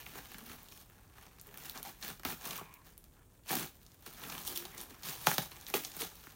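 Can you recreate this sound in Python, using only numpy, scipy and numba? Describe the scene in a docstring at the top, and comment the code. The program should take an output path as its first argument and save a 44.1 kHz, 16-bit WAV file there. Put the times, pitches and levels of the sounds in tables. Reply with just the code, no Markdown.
"""Thick brown paper crumples and tears as hands wrap a parcel in a concrete garage.
Creases buckle in swarms of tiny cracks: band-filtered noise under decaying bursts of power.
Larger creases snap singly, and dragged palms send uneven noise slips through a parcel resonance.
Free panels and the hollow parcel ring along; bare walls add a short noise tail.
Shaped noise lies underneath: the building's low rumble and the microphone's hiss."""
import sys
import numpy as np
from scipy import signal
from scipy.fft import rfft, irfft, next_fast_len
from scipy.io import wavfile
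from scipy.ndimage import uniform_filter1d
from numba import njit

SR = 44100
rng = np.random.default_rng(int(sys.argv[2]) if len(sys.argv) > 2 else 0)


def materialize(psi):
    """Save the field psi as 16-bit PCM at rate SR to the path in sys.argv[1].

    A 1-D psi becomes a single channel; in a 2-D psi each row is a channel.
    """
    bounded = np.clip(np.atleast_2d(psi).T, -1, 1)
    quanta = np.round(bounded * 32767).astype(np.int16)
    wavfile.write(sys.argv[1], SR, quanta)


def gain_from_decibels(decibels):
    """Convert decibel values to linear amplitude factors."""
    exponent = np.asarray(decibels, float) / 20
    return 10 ** exponent


N = 280035
TIME = np.arange(N) / SR
BANDS_HZ = 125 * 2 ** np.arange(0, 7.1, .5)  # half-octave steps


def unit(x):
    """Scale to rms 1."""
    return x / np.sqrt(np.mean(x ** 2))


def spectrum_db(table, hz):
    """Read (frequency [Hz], level [dB]) points on a log-frequency axis."""
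    points_hz, db = np.transpose(table)
    return np.interp(np.log(np.maximum(hz, 1)), np.log(points_hz), db)


def curve(table, column):
    """Join one column of rows that begin with a time [s] by straight lines."""
    columns = np.transpose(table)
    return np.interp(TIME, columns[0], columns[column])


def band(x, hz):
    """Keep half an octave round hz."""
    edges = hz * 2 ** -.25, min(hz * 2 ** .25, .48 * SR)
    return signal.sosfilt(signal.butter(2, edges, "bandpass", fs=SR, output="sos"), x)


def fade(x, t60):
    """Let every impulse of power die away 60 dB in t60 seconds."""
    return signal.lfilter([1], [1, -np.exp(-2 * np.log(1000) / (t60 * SR))], x)


def by_part(hz, parcel, sheet, crackle):
    """Blend levels: parcel in the lows, sheet in the middle, crackle in the treble."""
    place = np.interp(np.log(hz), np.log([450, 1000, 2000, 4000]), [0, 1, 1, 2])
    return parcel * max(1 - place, 0) + sheet * (1 - abs(place - 1)) + crackle * max(place - 1, 0)


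# Hands shifting the parcel between pulls:
# (time [s], relative crackle level [dB], body against crackle [dB])
HANDLING = [(0.0, -53.5, -4), (0.63, -57.5, -4), (0.87, -68, -1), (1.45, -64.5, -1), (1.63, -57, -2),
            (2.47, -69.5, -9), (2.67, -68, 2), (3.25, -71.5, -5), (4.12, -63, -5.5), (4.24, -47.5, -2),
            (4.42, -46.5, -6.5), (5.04, -62, 0), (5.25, -42, -10), (5.48, -57, -3), (5.94, -52, -7.5),
            (6.35, -58.5, -4)]
# Pulls that crumple or rip the sheet:
# (start [s], rise [s], hold [s], relative crackle level [dB], body against crackle [dB])
PULLS = [(.10, 0.042, 0.048, -50, -2), (0.433, .05, 0.046, -53, -2.5), (0.677, 0.022, 0.12, -54, -12),
         (1.15, .01, 0.079, -59, -0.5), (1.567, 0.014, 0.12, -51, -7), (1.728, 0.021, 0.037, -51, 1),
         (1.831, .02, 0.023, -44, -5.5), (1.998, 0.036, 0.066, -41.5, -5.5), (2.242, 0.009, 0.061, -39, -4),
         (2.366, 0.11, 0.087, -42, -4.5), (2.836, 0.016, 0.028, -58, -3.5), (3.473, 0.027, 0.13, -36, -5.5),
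         (4.046, 0.013, 0.075, -50, -6.5), (4.44, 0.03, 0.0085, -36.5, -15),
         (4.539, 0.016, 0.025, -39.5, -16.5), (4.766, 0.0088, .05, -47.5, -11),
         (4.878, 0.012, 0.016, -56, -2.5), (5.02, 0.055, 0.058, -37.5, -9.5), (5.249, .02, 0.057, -33, -10),
         (5.373, 0.0042, 0.054, -43, -11), (5.648, 0.027, 0.027, -47.5, -9),
         (5.737, 0.0056, 0.025, -33, -7.5), (5.83, 0.0092, 0.013, -44, -15),
         (5.944, 0.067, 0.026, -37.5, -8.5), (6.173, 0.035, 0.057, -55.5, -10)]


def effort():
    """Hand force as levels in dB of belly, body and crackle: steady handling plus every pull."""
    rise_from_db, sag_db_per_s, extra_release_db_per_s = -19, 29, 278
    belly_db, belly_lag_s, extra_belly_sag_db_per_s = -1.5, 0.011, 42
    crackle = gain_from_decibels(2 * curve(HANDLING, column=1))
    body = crackle * gain_from_decibels(2 * curve(HANDLING, column=2))
    belly = body
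    for start, rise, hold, db, body_db in PULLS:
        t = TIME - start - rise
        # every pull swells, tires, then lets go
        swell_db = -rise_from_db * t / rise
        tire_db = -sag_db_per_s * t - extra_release_db_per_s * np.maximum(t - hold, 0)
        power = gain_from_decibels(2 * (db + np.where(t < 0, swell_db, tire_db)))
        crackle = crackle + power
        body = body + power * gain_from_decibels(2 * body_db)
        belly = belly + power * gain_from_decibels(2 * (body_db - extra_belly_sag_db_per_s * np.maximum(t, 0)))
    # the hollow belly answers late
    belly = np.interp(TIME - belly_lag_s, TIME, belly) * gain_from_decibels(2 * belly_db)
    return 10 * np.log10([belly, body, crackle])


def rustle_power(colour_db=3.5, crack_t60_at_8k_s=0.0032, jerk_db=2.0):
    """Swarms of cracks, few large and many small, each its own colour, over sheet sliding on sheet."""
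    cracks_per_s, spread_db, largest_db, slide_share = 500, 4.5, 13, .4
    parcel_db, sheet_db, crackle_db = effort()
    chance = rng.random((int(cracks_per_s * N / SR), 2))
    at = (chance[:, 0] * N).astype(int)
    # exponential spread of sizes under a soft ceiling
    size_db = largest_db * np.tanh(-spread_db * np.log(1 - chance[:, 1]) / largest_db)
    colour = rng.standard_normal((len(at), len(BANDS_HZ)))
    # neighbouring bands share part of their colour
    colour = uniform_filter1d(colour, size=3, axis=1) * np.sqrt(3)
    # the fingers advance in jerks, 70 a second
    jerks = gain_from_decibels(2 * jerk_db * np.interp(TIME, np.arange(450) / 70, rng.standard_normal(450)))
    powers = []
    for k, hz in enumerate(BANDS_HZ):
        cracks = np.bincount(at, gain_from_decibels(size_db + colour_db * colour[:, k]) ** 2, N)
        # larger panels ring longer
        cracks = fade(cracks, crack_t60_at_8k_s * (8000 / hz) ** 1.2)
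        texture = slide_share + (1 - slide_share) * cracks / cracks.mean()
        db = by_part(hz, parcel_db, sheet_db + 5.5, crackle_db)
        powers.append(gain_from_decibels(2 * db) * jerks * texture)
    return np.array(powers)


# Noise floor, shape only: (frequency [Hz], relative level [dB])
GARAGE = [(21, 14), (36, 11), (88, 5), (992, -18), (1190, -21), (1310, -58), (4360, -46), (7830, -19),
          (16000, -32)]


def garage():
    """Steady rumble of the building and hiss of the microphone, as spectrally shaped noise."""
    level_db = -58.5  # rms
    size = next_fast_len(N)
    hz = np.arange(size // 2 + 1) * SR / size
    spectrum = rfft(rng.standard_normal(size)) * gain_from_decibels(spectrum_db(GARAGE, hz))
    return gain_from_decibels(level_db) * unit(irfft(spectrum, size)[:N])


# Single snaps: (time [s], relative peak level [dB], body against peak [dB],
# top against peak [dB], shudder against crack [dB])
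SNAPS = [(0.1545, -40, -7, -24, -19.5), (0.3177, -39, -14, -11, -15), (0.3441, -36.5, -12.5, -12, -14),
         (0.3835, -36.5, -17.5, -13, -9), (0.6858, -39, -30, -16, -14), (0.7203, -47, -18, -15, -19),
         (0.8989, -50, -14, -5, -16), (1.265, -46.5, -14, -28, -7), (1.3862, -47, -31, -12, -15),
         (1.3974, -41.5, -28, -29, -6), (1.4132, -40.5, -30, -2, -22), (1.4701, -54, -13, 2, -13),
         (1.5419, -43, -9, -5, -13), (1.5743, -38, -16, 1.5, -19), (1.6482, -36, -22, -11, -25),
         (1.6584, -37, -28, -3, -22), (1.697, -27, -50, -11, -32), (1.7564, -34.5, -17, -23, -13),
         (1.7759, -28.5, -23.5, -16.5, -15), (1.8292, -31.5, -31, -2.5, -18),
         (1.8517, -33.5, -11.5, -17, -27), (2.0263, -30.5, -21.5, -33, -7.5),
         (2.1011, -33.5, -17, -18, -9.5), (2.1964, -40, -10, -12, -14), (2.2338, -38, -7, -6, -19),
         (2.2503, -22.5, -8, -12.5, -14), (2.2974, -36, -17, -13, -13), (2.3234, -34, -7.5, -20, -23),
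         (2.5077, -27.5, -17, -27, -12.5), (2.6114, -54, 9.5, -17, -9), (2.7397, -43.5, -23, 0, -13),
         (2.9786, -38, -31, -8, -27.5), (3.041, -48, -26, 0, -17), (3.4875, -29.5, -24, -15, -12),
         (3.5064, -29.5, -7.5, -15, -11.5), (3.5533, -23.5, -27, -3.5, -9.5), (3.5682, -26, -16, -9, -15),
         (3.5954, -30, -19, -8, -9), (3.8297, -54, -38, -5, -6), (3.8646, -40.5, -34, -14.5, -14),
         (3.918, -41, -32, -28, -12), (4.0642, -36, -12, -14, -14), (4.3006, -32.5, -22, -27, -12),
         (4.351, -33, -12, -16, -16), (4.3799, -29, -18, -25, -15), (4.4762, -25.5, -27, -7, -9),
         (4.56, -29, -27.5, -8, -14), (4.5746, -21, -33, -9, -19), (4.6528, -34.5, -15, -11.5, -8),
         (4.779, -29.5, -28, -14, -11), (4.8135, -30.5, -21, -4, -23), (5.033, -31, -29, -34, -7),
         (5.0544, -31, -23, -34, -11.5), (5.0868, -20.5, -16.5, -32, -28),
         (5.2699, -13, -5.5, -10.5, -15.5), (5.3143, -22.5, -6.5, -5, -17.5),
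         (5.3817, -13.5, -17, -14.5, -13), (5.5169, -38, -16, -30, -7.5), (5.5657, -36.5, -42, -21, -20),
         (5.6665, -24, -33, -35, -21), (5.7004, -28.5, -16, -16, -14), (5.7394, -23, -10, -17.5, -6.5),
         (5.8491, -22, -24.5, -18, -14), (5.917, -39.5, -22, -17, -6), (5.9663, -31.5, -15, -2.5, -16),
         (6.1539, -42, -31, -8, -7), (6.2697, -37.5, -9, -13, -22)]


def snap_power(colour_db=3.0, crack_t60_at_8k_s=0.00093, shudder_t60_at_8k_s=0.024, snap_db=4):
    """A crease gives way: a sharp crack, then the sheet shudders to rest."""
    body_drive_db, belly_drive_db, top_drive_db = 14, 4.5, 12  # how well a snap drives each part
    powers = np.zeros((len(BANDS_HZ), N))
    colour = rng.standard_normal((len(SNAPS), len(BANDS_HZ)))
    for (s, peak_db, body_db, top_db, shudder_db), tint in zip(SNAPS, colour):
        start = int(s * SR)
        t = TIME[:min(int(.2 * SR), N - start)]
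        for k, hz in enumerate(BANDS_HZ):
            crackle_db = np.interp(hz, [7000, 11000], [0, top_db + top_drive_db])
            part_db = by_part(hz, body_db + belly_drive_db, body_db + body_drive_db, crackle_db)
            db = peak_db + snap_db + part_db + colour_db * tint[k]
            slow = (8000 / hz) ** 0.4  # lower bands die more slowly
            crack = gain_from_decibels(-120 * t / (crack_t60_at_8k_s * slow))
            shudder = gain_from_decibels(2 * shudder_db - 120 * t / (shudder_t60_at_8k_s * slow))
            powers[k, start:start + len(t)] += gain_from_decibels(2 * db) * (crack + shudder)
    return powers


def wander(hz, wander_octaves=0.44, regrips_per_s=6):
    """A ring frequency that glides to a new place with every change of grip."""
    steps = rng.standard_normal(100)
    return hz * 2 ** (wander_octaves * np.interp(TIME * regrips_per_s, np.arange(len(steps)), steps))


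@njit
def ring(x, hz, q):
    """Resonance whose centre moves with every sample, gain 1 at the centre."""
    y, band_state, low_state = np.empty(len(x)), 0., 0.
    for i in range(len(x)):
        g = np.tan(np.pi * hz[i] / SR)
        v = (band_state + g * (x[i] - low_state)) / (1 + g * (g + 1 / q))
        band_state = 2 * v - band_state
        low_state = low_state + 2 * g * v
        y[i] = v / q
    return y


# Colour of the paper: (frequency [Hz], relative level [dB])
PAPER = [(59, -35), (100, -1), (189, -2), (676, -9), (784, 10), (1010, -11), (3400, -9.5), (7770, -11),
         (16000, -11)]
# Hollow modes of the parcel: (frequency [Hz], width [Hz], relative gain [dB])
PARCEL = [(184.4, 8.3, 3.5), (382, 70, 11), (707, 12, -41), (1217, 276, 4)]


def paper():
    """The cracks shake the sheet band by band; free panels and the hollow parcel ring along."""
    panel_hz, belly_hz = 1250, 215
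    fibres = rng.standard_normal(N)
    # each snap opens with one hard break of the fibres
    fibres[(np.transpose(SNAPS)[0] * SR).astype(int)] = -1.7
    power = rustle_power() + snap_power()
    tilt_db = spectrum_db(PAPER, BANDS_HZ)
    sheet = np.zeros(N)
    for k, hz in enumerate(BANDS_HZ):
        # neighbouring bands alternate in sign
        sheet += (-1) ** k * gain_from_decibels(tilt_db[k]) * band(np.sqrt(power[k]) * fibres, hz)
    hollow = np.zeros(N)
    for hz, width, db in PARCEL:
        hollow += gain_from_decibels(db) * signal.lfilter(*signal.iirpeak(hz, hz / width, SR), sheet)
    # the grip changes the size of the free panels, so their rings wander
    panel = gain_from_decibels(-4) * ring(sheet, wander(panel_hz), 6.)
    belly = gain_from_decibels(7.5) * ring(sheet, wander(belly_hz), 3.37)
    return gain_from_decibels(7.5) * (sheet + gain_from_decibels(-7.5) * hollow + panel + belly)


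# Palm dragged over the parcel: (time [s], length [s], rms level before the room [dB],
# ring [Hz], width of each of two resonator passes before its cap [Hz])
DRAGS = [(.39, 0.21, -58, 229, 50.3), (1.466, .11, -66, 414, 150), (1.753, 0.043, -56, 1100, 900),
         (1.844, 0.051, -52.5, 760, 302), (2.252, 0.024, -42.5, 150, 200), (2.576, 0.053, -51, 1070, 300),
         (2.626, 0.2, -65.5, 1026, 260), (2.622, 0.16, -66, 2310, 700), (3.155, 0.086, -71.5, 1170, 1220),
         (3.501, 0.056, -43, 778, 96), (3.529, 0.14, -46.5, 205, 303), (4.249, 0.18, -56.5, 215, 150),
         (4.496, 0.184, -58.5, 360, 40), (4.555, 0.014, -46, 3300, 600), (4.717, 0.068, -61.5, 2070, 300),
         (4.74, .2, -62.5, 250, 300), (5.736, 0.023, -34, 374, 121), (6.001, 0.042, -49.5, 396, 200)]


def drags(stick_db=3.0, fade_db=-6.0, edge_s=0.0083):
    """Rough paper catches and lets go in quick uneven slips that ring one panel."""
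    slip = 100  # samples
    out = np.zeros(N)
    for s, length, db, hz, width in DRAGS:
        start, t = int(s * SR), TIME[:int(.4 * SR)]
        slip_db = stick_db * rng.standard_normal(len(t) // slip + 1)
        slips = gain_from_decibels(np.repeat(slip_db, slip)[:len(t)])
        push = np.clip(np.minimum(t, length - t) / edge_s, 0, 1) * gain_from_decibels(fade_db * t / length)
        sound = unit(slips * rng.standard_normal(len(t))) * push
        peak = signal.iirpeak(hz, hz / min(width, 1.6 * hz), SR)
        sound = signal.lfilter(*peak, signal.lfilter(*peak, sound))
        sound = sound * gain_from_decibels(db) / np.sqrt(np.sum(sound ** 2) / (length * SR))
        out[start:start + len(t)] += sound[:N - start]
    return out


def walls(x):
    """Bare walls: the direct sound, then a dense noise tail whose treble outlasts its lows."""
    low_t60_s, top_t60_s, tail_db = 0.15, 0.26, -6.5  # tail energy against direct
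    t = TIME[:int(.6 * SR)]
    noise = rng.standard_normal(len(t)) * np.minimum(t / 0.0017, 1)  # builds up in 1.7 ms
    low = signal.sosfilt(signal.butter(1, 2500, fs=SR, output="sos"), noise)
    tail = low * gain_from_decibels(-60 * t / low_t60_s) + (noise - low) * gain_from_decibels(-60 * t / top_t60_s)
    tail = tail * gain_from_decibels(tail_db) / np.sqrt(np.sum(tail ** 2))
    tail[0] = 1  # direct sound
    return signal.fftconvolve(x, tail)[:N]


def scene():
    """Paper and palms in the room, over the noise floor."""
    return (walls(paper() + drags()) + garage())[None]


def band_limit(x):
    """A steep low-pass at the top of the band."""
    return signal.sosfilt(signal.butter(12, 16970, fs=SR, output="sos"), x)


# Microphone housing, dips and a lift: (frequency [Hz], width [Hz], gain [dB])
HOUSING = [(4890, 600, -3.5), (7810, 1700, -4.5), (10360, 1800, -4), (15100, 820, 4.5)]


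def record(dry):
    """The microphone housing notches and lifts the treble; deep bass and extreme top are cut."""
    for hz, width, db in HOUSING:
        dry = dry - (1 - gain_from_decibels(db)) * signal.lfilter(*signal.iirpeak(hz, hz / width, SR), dry)
    dry = signal.sosfilt(signal.butter(4, 36, "highpass", fs=SR, output="sos"), dry)
    mix = signal.sosfilt(signal.ellip(8, .2, 45, 15850, fs=SR, output="sos"), dry)
    return band_limit(mix)


dry = scene()
out = record(dry)
materialize(out)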